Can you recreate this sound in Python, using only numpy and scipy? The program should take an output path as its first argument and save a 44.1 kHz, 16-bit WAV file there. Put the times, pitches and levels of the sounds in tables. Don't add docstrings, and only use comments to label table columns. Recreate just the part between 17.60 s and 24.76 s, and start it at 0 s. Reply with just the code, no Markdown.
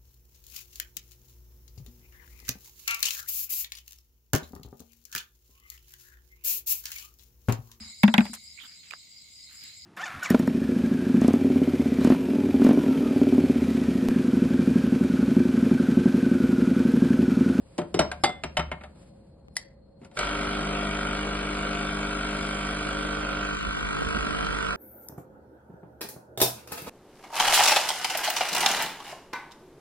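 import sys
import numpy as np
from scipy import signal
from scipy.fft import rfft, irfft, next_fast_len
from scipy.io import wavfile
from scipy.ndimage import uniform_filter1d

SR = 44100
rng = np.random.default_rng(int(sys.argv[2]) if len(sys.argv) > 2 else 0)


def generate_wav(sig):
    pcm = np.round(np.clip(np.atleast_2d(sig).T, -1, 1) * 32767).astype(np.int16)
    wavfile.write(sys.argv[1], SR, pcm)


def gain_from_decibels(decibels):
    exponent = np.asarray(decibels, float) / 20
    return 10 ** exponent


N = 315756

MAINS_HZ, FIRST_BLOW_S = 50.03, 2.5717
NEARING_S, NEAR_S = 6.1, 6.48
TURNING_S, TURNED_S = 5.79, 6.0


def rms_one(x):
    return x / np.sqrt(np.mean(x ** 2) + 1e-20)


def in_time(rows):
    s, *columns = np.transpose(rows)
    return [np.interp(np.arange(N) / SR, s, c) for c in columns]


def at_hz(points, hz, count=1):
    return np.interp(np.log(hz), np.log(np.array(points)[:, 0]), np.array(points)[:, count])


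def ramp(start_s, end_s):
    return np.clip((np.arange(N) / SR - start_s) / (end_s - start_s), 0, 1)


def swells(rows):
    t = np.arange(N) / SR
    return sum(gain_from_decibels(db - 20 * np.maximum((s - t) / rise, (t - s) / fall)) for s, db, rise, fall in rows)


def drift(rate):
    r = np.exp(-80 * np.pi * rate / SR)
    slow = signal.lfilter([1], [1, -2 * r, r * r], rng.standard_normal(N // 40 + 2002))[2000:]
    return np.interp(np.arange(N) / 40, np.arange(len(slow)), rms_one(slow))


def clicks(s, heights):
    out = np.full(N, 1e-18)
    np.add.at(out, np.round(np.asarray(s) * SR).astype(int), heights)
    return out


def ring(x, hz, t60):
    r, w = gain_from_decibels(-60 / (t60 * SR)), 2 * np.pi * hz / SR
    return signal.lfilter([0, np.sin(w)], [1, -2 * r * np.cos(w), r * r], x)


def fade(x, t60):
    return signal.lfilter([1], [1, -gain_from_decibels(-60 / (t60 * SR))], x)


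def filtered(x, order, cut_hz, kind="low"):
    return signal.sosfilt(signal.butter(order, cut_hz, kind, fs=SR, output="sos"), x)


def shaped(x, gain):
    size = next_fast_len(N)
    return irfft(rfft(x, size) * gain(np.arange(size // 2 + 1) * SR / size + 1), size)[..., :N]


def equalized(x, curve):
    return shaped(x, lambda hz: gain_from_decibels(at_hz(curve, hz)))


def coloured(spectrum, channels=1):
    return rms_one(equalized(rng.standard_normal((channels, N)), spectrum))


def patchy(x, low_hz, high_hz, patchy_db):
    edges = low_hz * 2 ** np.arange(0, np.log2(high_hz / low_hz), 1 / 3)
    return rms_one(sum(gain_from_decibels(patchy_db * drift(13.0)) * filtered(x, 2, [low, high], "band")
                       for low, high in zip(edges, edges[1:])))


def struck(modes, hits, scatter_db):
    s, db = np.transpose(hits)
    chance = rng.standard_normal((len(s), len(modes)))
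    return sum(ring(clicks(s, gain_from_decibels(db + m[1] + scatter_db * c)), m[0], m[2]) for m, c in zip(modes, chance.T))


def mains_tone(t, k):
    wavering = gain_from_decibels((.5 + .14 * k) * drift(1.5))
    phase = 2 * np.pi * k * MAINS_HZ * t + rng.uniform(0, 2 * np.pi) + .12 * drift(2)
    return np.sqrt(2) * wavering * np.sin(phase)


def coil_hum(t):
    # multiple, level_db, own_change_db_per_s
    multiples = [(1, 0, 0), (2, -23, 0), (3, -6.5, 0), (4, .5, 0), (5, -13, 1), (6, -1.5, 0), (7, -13, -1),
                 (8, -3, -2), (9, -8, 4), (10, -15, -1), (11, -7.5, 0), (12, -15, -2), (13, -13, 0),
                 (14, -10, -2), (15, -11, 1), (16, -19, 0), (17, -16, 0), (18, -18, 0), (19, -25, 0),
                 (20, -19, 0), (21, -12, 3), (22, -21, 0), (23, -17, 2), (24, -17, 0), (25, -12, 4)]
    midway_s, settles_s = 1.7, 1.0
    building = np.clip(t - midway_s, -settles_s, settles_s)
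    return rms_one(sum(gain_from_decibels(db + db_per_s * building) * mains_tone(t, k) for k, db, db_per_s in multiples[1:]))


def plunger_strokes(t, near):
    # from_s, pattern_strokes, each_earlier_s
    gaits = [(2.5, 3, .00024), (3.0, 6, .00012), (3.3, 5, -.00013), (3.6, 6, .00011), (3.95, 2, .00019),
             (5.4, 2, .00033), (6.3, 7, -.0001), (6.62, 4, .00018), (6.88, 2, .00035)]
    stroke = np.arange(int(t[-1] * MAINS_HZ))
    beat_s = FIRST_BLOW_S + stroke / MAINS_HZ
    from_s, strokes, step_s = np.transpose(gaits)
    gait = np.searchsorted(from_s, beat_s) - 1
    stray = step_s[gait] * (stroke % strokes[gait] - (strokes[gait] - 1) / 2)
    s = beat_s - stray + .00003 * rng.standard_normal(len(stroke))
    s = s - .0011 * near[(s * SR).astype(int)]
    return stroke, s + .00004 * drift(1.5)[(s * SR).astype(int)]


def contact_rings(blows):
    # after_blow_s, level_db
    contacts = [(-.0012, -6), (0, -4), (.001, -2), (.0035, -1), (.0052, -2), (.0062, -4), (.0078, -4)]
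    # time_s, shift_s
    contact_shift = [(2.57, -.0008), (3.3, -.0004), (4.2, -.0002), (5.3, 0), (6.2, -.0003), (7.16, -.001)]
    # pitch_hz, level_db, t60_s
    modes = [(1850, -8.5, 0.011), (2466, -13, 0.0076), (2580, -9.5, 0.0085), (2960, 7.5, 0.01),
             (3090, 0.5, 0.014)]
    touches = np.concatenate([blows[:-1] + row for row in contacts])
    late = np.repeat(np.maximum(np.array(contacts)[:, 0], 0), len(blows) - 1)
    touches[:, 1] -= 698 * late * np.clip(touches[:, 0] - 5.0, 0, 1)
    touches[:, 0] += np.interp(touches[:, 0], *np.transpose(contact_shift))
    tilt_db = late_tilt_db()
    return rms_one(sum(gain_from_decibels(np.sign(m[0] - 2600) * tilt_db) * struck([m], touches, scatter_db=4.0)
                       for m in modes))


def late_tilt_db():
    return 3.5 * ramp(TURNING_S - 0.9, NEARING_S - 0.3)


def valve_hiss(stroke, s, hiss_db):
    # pitch_hz, level_db_per_hz
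    hiss_colour = [(4000, -1), (5500, 0.5), (7000, -8.5), (8300, -1), (10000, -4.5), (11000, -11),
                   (11800, -35)]
    # time_s, hiss_db, seat_tick_db
    valve_course = [(2.57, 1.5, -11), (3.2, 1.5, -11), (4.0, 0, 9), (4.9, 4, 0), (5.5, 2, -8),
                    (5.8, -4.5, -17), (6.25, -2.5, -14), (6.5, -1, -17), (7.16, -1, -17)]
    open_s = .009
    force = gain_from_decibels(.8 * rng.standard_normal(len(s)))
    opened = clicks(s - .002, force * open_s * SR)
    spurt = .75 + filtered(uniform_filter1d(opened, int(open_s * SR)), 1, 200)
    flow_db, seat_db = in_time(valve_course)
    snap_db = 5.5 * (stroke % 2) + 3.0 * np.minimum(rng.exponential(1, len(s)), 3)
    seated = clicks(s - .0058, gain_from_decibels(snap_db))
    tick = 0.73 * fade(seated, 0.0074) * coloured(hiss_colour)[0]
    tick = tick + 1.3 * ring(seated, 8540, 0.0049)
    hiss = rms_one(spurt * coloured(hiss_colour)[0])
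    return gain_from_decibels(hiss_db + 6 + flow_db) * hiss + gain_from_decibels(-54.5 + seat_db) * tick


def law_db(law, since, near):
    db, start_db, db_per_s, near_db = law
    return db + start_db * np.exp(-since / 0.13) + db_per_s * since + near_db * near


def pump():
    # level_db, start_up_extra_db, change_db_per_s, nearing_change_db
    hum_law = (-31.5, -10, -1.16, 4.5)
    shell_law = (-41, 4, 0.74, 2.5)
    upper_law = (-38.5, 4, -0.5, 0.5)
    hiss_law = (-54.5, 0.5, -0.17, 1)
    # pitch_hz, level_db, t60_s
    shell_modes = [(1175, -12, .06), (1400, -3, .012), (1335, -8, .05), (1378, -3.5, .085), (1428, -4, .08),
                   (1480, -10, .05), (1527, -3.5, .095), (1575, -14, .06)]
    # pitch_hz, level_db, t60_s
    upper_modes = [(2265, 0, .06), (2325, -4, .05), (2480, -10, .05), (2870, -8, .05), (3220, -7, .04),
                   (3560, -10, .03), (3960, -14, .03), (4530, -15, .04)]
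    # pitch_hz, level_db_per_hz
    rattle_colour = [(40, -28.5), (65, -3.5), (105, -14.5), (150, -9.5), (235, 0), (350, -6), (720, -2),
                     (830, -2), (1050, -7.5), (1400, 1), (1600, -7.5), (1900, -11), (2500, -62.5)]
    # pitch_hz, level_db_per_hz
    buzz_colour = [(1500, -7.5), (1900, -4.5), (2400, 1), (3600, -1), (5000, -8.5), (6500, -8.5),
                   (8000, -22.5)]
    # pitch_hz, gain_db
    valleys = [(700, -1), (830, -9.5), (950, 0), (1600, -1.5), (1700, -9.5), (1900, 2.5), (2100, -2.5)]
    t = np.arange(N) / SR - FIRST_BLOW_S
    since, near = np.maximum(t, 0), ramp(NEARING_S, NEAR_S)
    hum_db, shell_db, upper_db, hiss_db = (law_db(law, since, near)
                                           for law in (hum_law, shell_law, upper_law, hiss_law))
    running = np.clip((t + 0.011) / 0.014, 0, 1)
    settled = np.clip(t / .22, 0, 1)
    stroke, s = plunger_strokes(t, near)

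    blows = np.c_[s, 1.2 * (stroke % 2) + .7 * rng.standard_normal(len(s))]
    shell = rms_one(struck(shell_modes, blows, scatter_db=.8))
    upper = rms_one(struck(upper_modes, blows, scatter_db=1.5))
    force = gain_from_decibels(.8 * rng.standard_normal(len(s)))
    shake = .25 + filtered(fade(clicks(s - .002, force), .07), 1, 200)
    rattle = rms_one((1 + shake) * coloured(rattle_colour)[0])
    buzz = patchy((.2 + shake) * coloured(buzz_colour)[0], 1500, 8500, patchy_db=.8)
    jiggle = shake * rng.standard_normal(N)
    singing = rms_one(sum(gain_from_decibels(db) * ring(jiggle, hz, t60) for hz, db, t60 in shell_modes))

    dry_db = 5 * np.exp(-since / 0.34)
    low = gain_from_decibels(hum_db - 3.77 * settled + 0.9 + dry_db) * rattle
    top = 0.83 * gain_from_decibels(-late_tilt_db()) * upper + 0.49 * contact_rings(blows) + 1.07 * buzz
    high = gain_from_decibels(shell_db + 1.0) * (shell + .3 * singing) + gain_from_decibels(upper_db - 2.5) * top
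    hiss = valve_hiss(stroke, s, hiss_db)
    tones, clatter = equalized(np.array([settled * gain_from_decibels(hum_db) * coil_hum(t), low + high]), valleys)
    bass = np.clip(t / 0.06, 0, 1) * gain_from_decibels(-39.3) * mains_tone(t, 1)
    return running * bass, running * tones, running * (clatter + hiss)


def knocks():
    # time_s, peak_db, ring_hz, low_part_db, high_part_db
    cup_knocks = [(0.18, -26, 500, -14.5, -12), (0.185, -18.5, 336, -0.5, -30.5),
                  (0.216, -30.5, 336, 3.5, -25), (0.342, -15.5, 412, 2, -19.5),
                  (0.369, -40, 333, 11, -23.5), (0.391, -4.5, 646, -7, -18), (0.411, -19.5, 624, -4, -47),
                  (0.515, -16.5, 1560, -34.5, -22.5), (0.637, -13, 791, -10, -11),
                  (0.642, -8, 791, -16.5, -25), (0.654, -25, 750, -19, -27), (0.691, -28, 735, 2, -21),
                  (0.836, -11, 660, -14.5, -27), (0.969, -3, 624, -43, -29), (0.994, -8, 592, -21, -35),
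                  (1.115, -11, 615, -26, -37), (1.209, -28, 630, -41, -40), (1.236, -22.5, 606, -46, -34)]
    # time_s, peak_db, ring_hz, low_part_db, high_part_db
    finger_touches = [(1.357, -52, 226, 1, -25), (1.632, -67.5, 308, 7.5, -21.5), (1.955, -52, 520, -13, 1),
                      (1.967, -37, 1640, -42, 7.5), (2.415, -42.5, 220, 8.5, -28),
                      (2.432, -42, 202, -16, -34), (2.447, -38.5, 206, -11, -18),
                      (2.513, -41, 203, -15, -26), (2.572, -25, 1450, -6, -17),
                      (2.589, -18, 1420, -33, -13)]
    # pitch_hz, level_db, t60_s
    tray_modes = [(168.8, -6, 0.12), (237, -1, 0.06), (369.4, 1.5, 0.086), (597, 0, 0.18), (624, -13, 0.14),
                  (721, 0.5, 0.12), (763, -1, 0.052), (900, -6, 0.15), (1190, -9.5, 0.037),
                  (1378, -3.5, 0.063), (1560, -15, 0.037), (2160, -3, 0.033), (2530, -15.5, 0.043),
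                  (3140, -7.5, 0.062), (3780, -10.5, 0.16), (5340, -17.5, .08)]
    # pitch_hz, level_db_per_hz, t60_s
    crack = [(120, 0.5, 0.092), (250, -10, 0.23), (500, 2.5, 0.078), (980, -6.5, 0.2), (2000, -7.5, 0.076),
             (4000, -2.5, 0.049), (9020, -3, 0.067), (11600, -35, 0.044)]
    ring_db = {"lifted": -2, "rung": 1, "resting": -12.5, "touch": -9.5}
    ring_t60_s = {"lifted": 0.11, "rung": 0.088, "resting": 0.081, "touch": 0.057}
    middle_db = {"lifted": 0.5, "rung": -4.5, "resting": -9.5, "touch": -2.5}
    rung_s, lowered_s = 0.5, 0.8
    s, db, ring_hz, low_db, high_db = np.transpose(cup_knocks + finger_touches)
    kind = ["lifted" if k[0] < rung_s else "rung" if k[0] < lowered_s else "resting" for k in cup_knocks]
    kind += ["touch"] * len(finger_touches)

    def tilted_db(hz):
        curves = [[(300, low + 8), (700, middle_db[k]), (2200, -3.0), (4500, high + 10)]
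                  for low, high, k in zip(low_db, high_db, kind)]
        return db + np.array([at_hz(curve, hz) for curve in curves])

    out = np.zeros(N)
    for hz, mode_db, t60 in tray_modes:
        chatter = fade(clicks(s, gain_from_decibels(tilted_db(hz) + mode_db - 35.5)), 0.05) * rng.standard_normal(N)
        out += ring(chatter, hz, t60)
    edges = 90 * 2 ** np.arange(0, 7.1, .5)
    for low, high in zip(edges, edges[1:]):
        hz = np.sqrt(low * high)
        hits = clicks(s, gain_from_decibels(tilted_db(hz) + at_hz(crack, hz) + 1.0))
        dying = fade(hits, at_hz(crack, hz, count=2)) + 0.78 * fade(hits, 0.017)
        dying = dying - 1.2 * fade(hits, 0.0058)
        out += filtered(dying * rng.standard_normal(N), 2, [low, high], "band")
    t = np.arange(SR // 4) / SR
    for k in range(len(s)):
        at = round(s[k] * SR)
        dying_db = 60 * t / ring_t60_s[kind[k]] * ring_hz[k] / 400
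        swell = (1 - np.exp(-t / 0.0018)) * gain_from_decibels(db[k] + ring_db[kind[k]] - dying_db)
        out[at:at + len(t)] += swell * np.sin(2 * np.pi * ring_hz[k] * t)
    return filtered(out, 2, 110, "high")


def cup_on_tray():
    # pitch_hz, level_db, t60_s
    hollow_modes = [(346, 1.5, .3), (391, -9, 0.24)]
    # time_s, level_db
    hollow_hits = [
        (.19, -30.5),
        (.35, -28),
        (0.371, -33.5),
    ]
    # pitch_hz, level_db, t60_s
    rim_modes = [(5500, 5, .25), (7700, -6.5, .12)]
    # time_s, level_db
    rim_hits = [
        (.343, -45),
        (.392, -36),
        (.838, -51.5),
        (0.97, -45),
    ]
    # pitch_hz, level_db, t60_s
    resting_modes = [(598, 0, 0.19), (743, -12.5, .12), (899, -1.5, .14), (1306, -4.5, 0.21),
                     (1500, -10.5, .12), (1825, -13.5, 0.17), (2120, -3.5, 0.096), (2681, -12, 0.083),
                     (3040, -1.5, 0.059), (3774, -8, 0.07), (4470, -17, .08)]
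    # time_s, level_db
    resting_hits = [
        (.838, -40),
        (.970, -31.5),
        (.996, -36),
        (1.117, -40.5),
        (1.237, -55),
    ]
    out = knocks() + struck(hollow_modes, hollow_hits, scatter_db=1.5)
    out = out + struck(rim_modes, rim_hits, scatter_db=-0.5)
    return out + struck(resting_modes, resting_hits, scatter_db=6)


def glass_ring():
    # pitch_hz, level_db, t60_s
    cup_modes = [(608, -17, .3), (738, -1, .28), (2078, 0, .31), (2939, -15, .14), (3478, -9, .31),
                 (3865, -17, .19), (4247, -13, .13), (4646, -2, .11), (4753, -6, .13), (5173, -22, .1),
                 (7450, -15, .17), (7827, -18, .25), (8393, -21, .25), (9200, -26, .18),
                 (345, -0.5, .14), (904, 4, 0.075), (1170, 5.5, 0.048), (3930, -6, .05),
                  (4430, -17.5, .09), (5050, -13, .09)]
    # time_s, level_db
    glass_hits = [
        (.343, -44),
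        (.392, -57.5),
        (.638, -22),
    ]
    free = np.exp(-np.maximum(np.arange(N) / SR - 0.838, 0) / 0.0092)
    return free * struck(cup_modes, glass_hits, scatter_db=1.0)


def finger_snap():
    # pitch_hz, level_db, t60_s
    hand_modes = [(790, -18, 0.02), (1890, -21, 0.02), (2015, -7.5, 0.035), (2176, -11, 0.035),
                  (4870, -5.5, 0.014), (5140, -7, 0.03), (5430, -12, 0.023), (10400, 2.5, 0.0033)]
    # time_s, level_db
    slaps = [
        (1.9674, -15.5),
        (1.9685, -21.5),
    ]
    return filtered(struck(hand_modes, slaps, scatter_db=-3), 1, 900, "high")


def worktop_thump():
    # pitch_hz, level_db, t60_s
    worktop_modes = [(72, -4.5, 1), (162, 1.5, 0.21)]
    # time_s, level_db
    thumps = [
        (0.398, -29.5),
        (0.658, -44),
        (0.849, -37),
        (0.987, -28),
        (1.131, -38.5),
        (1.63, -55),
    ]
    return filtered(struck(worktop_modes, thumps, scatter_db=1), 2, 250)


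def ports(x, side, balance):
    def half(hz):
        return 1j * np.arctan(gain_from_decibels(at_hz(side, hz))) + at_hz(balance, hz) * np.log(10) / 40
    return shaped(x, lambda hz: np.exp(np.outer([1, -1], half(hz))))


def pump_at_ports(tones, clatter, turned):
    # pitch_hz, side_over_mid_db
    facing_side = [(60, -30.5), (110, -24.5), (200, -25.5), (400, -6), (700, -7.5), (1100, 4.5),
                   (1700, -18.5), (2300, -7), (2950, 2), (3400, -5.5), (4600, 3.5), (5300, 15.5),
                   (7200, 0.5), (8000, -1.5)]
    # pitch_hz, left_over_right_db
    facing_balance = [(60, -2), (170, -0.5), (500, 1), (1430, -2), (4100, -4), (11800, -0.5)]
    # pitch_hz, side_over_mid_db
    turned_side = [(60, 0), (97, 2), (160, 14.5), (250, 15), (410, 43), (660, 31), (1070, 7.5), (1730, 2),
                   (2790, 12), (4510, 3), (7300, 4), (11800, -4.5)]
    # pitch_hz, left_over_right_db
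    turned_balance = [(110, 6), (350, -2), (1130, 7), (2030, -0.5), (6500, 3)]
    facing = np.sqrt(1 - turned) * ports(tones + clatter, facing_side, facing_balance)
    shaken = gain_from_decibels(-3 + 2.5 * drift(10)) * tones + clatter
    return facing + np.sqrt(turned) * ports(shaken, turned_side, turned_balance) * gain_from_decibels(0.5)


def handling():
    # time_s, level_db
    grip_ticks = [(1.884, -46.5), (5.265, -24), (5.331, -32), (5.356, -29), (5.385, -30), (5.41, -31.5),
                  (5.452, -32), (5.5, -35), (5.525, -27.5), (5.575, -31), (5.605, -30), (5.635, -30),
                  (5.69, -31), (5.72, -28.5), (5.756, -27), (5.835, -32), (6.173, -18), (6.42, -21),
                  (6.56, -24)]
    # peak_s, level_db, rise_s, fall_s (over 20 dB)
    gusts = [
        (6.0, -42, 0.1, 2.5),
        (6.55, -47.5, 0.9, 1.2),
        (7.1, -38, 1, 0.5),
    ]
    lump_colour = [(20, -21.5), (45, -0.5), (65, 0.5), (110, -13.5), (190, -2.0), (600, -18.0), (2000, -60.5)]
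    tick_colour = [(60, -26), (300, 12.5), (1200, -8.0), (2200, -30.0), (5000, -43), (9000, -54)]
    lumps = coloured(lump_colour, channels=2)
    s, db = np.transpose(grip_ticks)
    tick = fade(clicks(s, gain_from_decibels(db + 18.5)), 0.024) * coloured(tick_colour)[0]
    uneven = gain_from_decibels(4.0 * np.array([drift(6.9), drift(12.0)]))
    breeze = (gain_from_decibels(-78.5) + swells(gusts)) * uneven * (0.5 * lumps + lumps[0] * [[.5], [-1]])
    return breeze + gain_from_decibels(-12.0) * tick * [[1], [-.8]]


def kitchen(x):
    t60_s, wall_cut_hz = 0.37, 8500
    size = next_fast_len(N + SR)
    w = 2 * np.pi * np.arange(size // 2 + 1) / size
    dull = 1 / (1 + 1j * w * SR / (2 * np.pi * wall_cut_hz))
    out = np.zeros((2, len(w)), complex)
    for k, lag in enumerate((rng.uniform(0.0073, .03, 16) * SR).astype(int)):
        loop = gain_from_decibels(-60 * lag / SR / t60_s) * dull * np.exp(-1j * w * lag)
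        out[k % 2] += loop / (1 - loop) * (-1) ** (k // 2)
    return irfft(out * rfft(x, size), size)[:, :N]


def air():
    # pitch_hz, level_db_per_hz
    air_colour = [(15, -48), (25, -15), (75, 3.5), (92, -4), (206, -1), (278, -13), (311, -9.5), (357, -15),
                  (540, -16.5), (816, -22), (3310, -58.5), (4350, -42.5), (6000, -82.5), (7800, -105),
                  (13200, -120)]
    # pitch_hz, level_db_per_hz
    rustle_colour = [(500, 11.5), (1500, 1), (4000, -5), (8500, -4), (11500, -10)]
    # pitch_hz, width_hz, level_db
    whistles = [
        (545, 18, -57),
        (4260, 36, -79),
        (101.2, 12, -79),
    ]
    # peak_s, level_db, rise_s, fall_s (over 20 dB)
    stirs = [
        (0.38, -50, 0.189, 0.62),
        (0.97, -57.5, 0.2, 1.6),
    ]
    # peak_s, level_db, rise_s, fall_s (over 20 dB)
    rustles = [
        (0.15, -59, 0.51, 1.6),
        (1.25, -64.5, 0.15, 0.12),
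        (1.42, -60, 0.18, 0.18),
        (1.7, -84.5, 0.25, 0.23),
        (2.45, -61, 0.056, 0.092),
        (2.56, -50.5, 0.027, 0.069),
    ]
    both = coloured(air_colour, channels=2)
    pumping = np.arange(N) > FIRST_BLOW_S * SR
    level = gain_from_decibels(-55) + swells(stirs) + gain_from_decibels(-64.5) * pumping
    out = level * gain_from_decibels(0.42 * drift(22.0)) * (both[0] + 0.22 * both[1] * [[1], [-1]])
    for hz, width_hz, db in whistles:
        noise = rng.standard_normal((2, N))
        wide = noise[0] + 2.1 * noise[1] * [[1], [-1]]
        out += gain_from_decibels(db) * rms_one(ring(wide, hz, 3.3 / width_hz))
    flutter_db = 2.0 * drift(15)
    return out + (gain_from_decibels(-86.5) + swells(rustles)) * gain_from_decibels(flutter_db) * coloured(rustle_colour, channels=2)


def scene():
    # pitch_hz, side_over_mid_db
    tray_side = [(60, -15), (120, -20), (220, -22.5), (430, 0), (840, -3), (1630, -6), (3150, -6.5),
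                 (6090, 11), (11800, -6.5)]
    # pitch_hz, left_over_right_db
    tray_balance = [(200, -1), (630, 3), (1500, 2.5), (3650, -5.5), (6500, -0.5)]
    # time_s, left_over_right_db
    pan = [(0, 0.6), (4.6, 2.5), (7.16, -3.5)]
    cup, snap = cup_on_tray(), finger_snap()
    bass, tones, clatter = pump()
    turned = np.clip(0.92 * ramp(TURNING_S, TURNED_S), 0, 1)
    room = kitchen(gain_from_decibels(-20.5) * (cup + gain_from_decibels(-1.5) * snap) + gain_from_decibels(-12.5) * clatter)
    whole = ports(cup + snap + glass_ring(), tray_side, tray_balance) + worktop_thump()
    whole = whole + pump_at_ports(tones, clatter, turned) + room + air() + handling()
    bass = bass * gain_from_decibels(turned * (-1.5 + 5 * drift(11)))
    pan_db, = in_time(pan)
    return whole * gain_from_decibels(np.array([pan_db, -pan_db]) / 2) + bass


def sudden(x, open_s):
    moments_s = [4.87, 5.845, 6.005, 6.27, 6.865, 6.91, 6.975, 7.07]
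    jump_db, moment_s, moment_share = 13, .022, 0.7
    power = filtered(x, 2, [2500, 5000], "band") ** 2 + 1e-12
    quick, before = uniform_filter1d(power, 128), np.roll(uniform_filter1d(power, 1024), 600)
    hold = int(open_s * SR)
    jumped = 1. * (quick > before * gain_from_decibels(jump_db) ** 2)
    jumps = np.roll(uniform_filter1d(jumped, hold), hold // 2 - 200)
    moments = uniform_filter1d(clicks(moments_s, 64), int(moment_s * SR))

    def opened(marks):
        return np.clip(uniform_filter1d(marks, 256) * 40, 0, 1)
    return np.maximum(opened(jumps), moment_share * opened(moments))


def ragged(x, regions):
    hz, s, cells = signal.stft(x, SR, nperseg=2048)
    for low, high, width, from_s, to_s, rarity in regions:
        rows = np.flatnonzero((hz >= low) & (hz < high))
        strip = ((hz[rows] - low) // width).astype(int)
        chance = rms_one(uniform_filter1d(rng.standard_normal((strip.max() + 1, len(s))), 3))
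        cells[rows] *= 1 - (chance[strip] > rarity) * (s >= from_s) * (s < to_s)
    return signal.istft(cells, SR, nperseg=2048)[1][:N]


def top_cut(x):
    return signal.sosfilt(signal.butter(12, 12390, fs=SR, output="sos"), x)


def record(dry):
    # pitch_hz, gain_db
    sum_colour = [(11000, 0), (11500, -22), (12400, -42), (12800, -90)]
    # pitch_hz, gain_db
    difference_colour = [(1650, -4), (1850, -10.5), (2100, 2), (7600, -2.5), (8000, -28), (10200, -31.5),
                         (10600, 4), (11800, 1.5), (12300, -14.5), (12700, -79)]
    # pitch_hz, gain_db
    gap = [(4300, 0), (4900, 3), (5200, 2), (5400, -40), (6800, -40), (6950, -2), (7500, 0)]
    # pitch_hz, gain_db
    gap_foot = [(5100, -60), (5300, -6), (5700, -6), (5850, -60)]
    # low_hz, high_hz, strip_width_hz, from_s, to_s, rarity_of_loss
    sum_strips = [(4950, 5400, 220, 0, 7.2, .2), (4600, 4950, 170, 5.7, 7.2, .6),
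                  (6800, 7450, 330, 0, 7.2, -.7), (10400, 11300, 300, 0, 7.2, .5),
                  (2500, 3700, 150, 2.7, 5.9, 1.4), (3700, 4950, 180, 2.7, 5.9, .9),
                  (2450, 3800, 170, 5.9, 6.25, .2), (2450, 3800, 170, 6.25, 7.09, .8),
                  (2600, 3750, 600, 7.09, 7.2, -3), (1640, 1780, 130, 2.7, 7.2, .7),
                  (480, 920, 90, 5.96, 6.03, -1.5), (770, 860, 90, 6.03, 6.2, -.5),
                  (740, 860, 120, 6.4, 6.46, -3), (700, 840, 70, 6.97, 7.1, -.3),
                  (480, 920, 90, 6.05, 6.7, 1.4), (7450, 10400, 250, 2.7, 7.2, 1.2)]
    # low_hz, high_hz, strip_width_hz, from_s, to_s, rarity_of_loss
    difference_strips = [(0, 130, 130, 0, 2.1, -.1), (0, 65, 65, 2.1, 5.2, -3),
                         (65, 130, 65, 2.1, 5.2, -.8), (0, 65, 65, 5.2, 5.96, -3),
                         (65, 130, 65, 5.2, 5.96, .5), (1620, 1950, 170, 2.7, 5.35, -.8),
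                         (1560, 2020, 230, 5.35, 5.9, -2.5), (1620, 2050, 130, 5.9, 7.2, .5),
                         (3700, 4800, 130, 2.7, 5.5, 1.2), (3700, 4800, 170, 5.5, 7.2, .4)]
    total = equalized(dry[0] + dry[1], sum_colour)
    gapped = ragged(equalized(total, gap), sum_strips)
    held, all_open = total - gapped, sudden(total, open_s=.008)
    foot = (1 - all_open) * sudden(total, open_s=.045) * equalized(held, gap_foot)
    total = gapped + gain_from_decibels(-5) * all_open * held + foot
    difference = ragged(equalized(dry[0] - dry[1], difference_colour), difference_strips)
    return top_cut(np.array([total + difference, total - difference]) / 2)


dry = scene()
out = record(dry)
generate_wav(out)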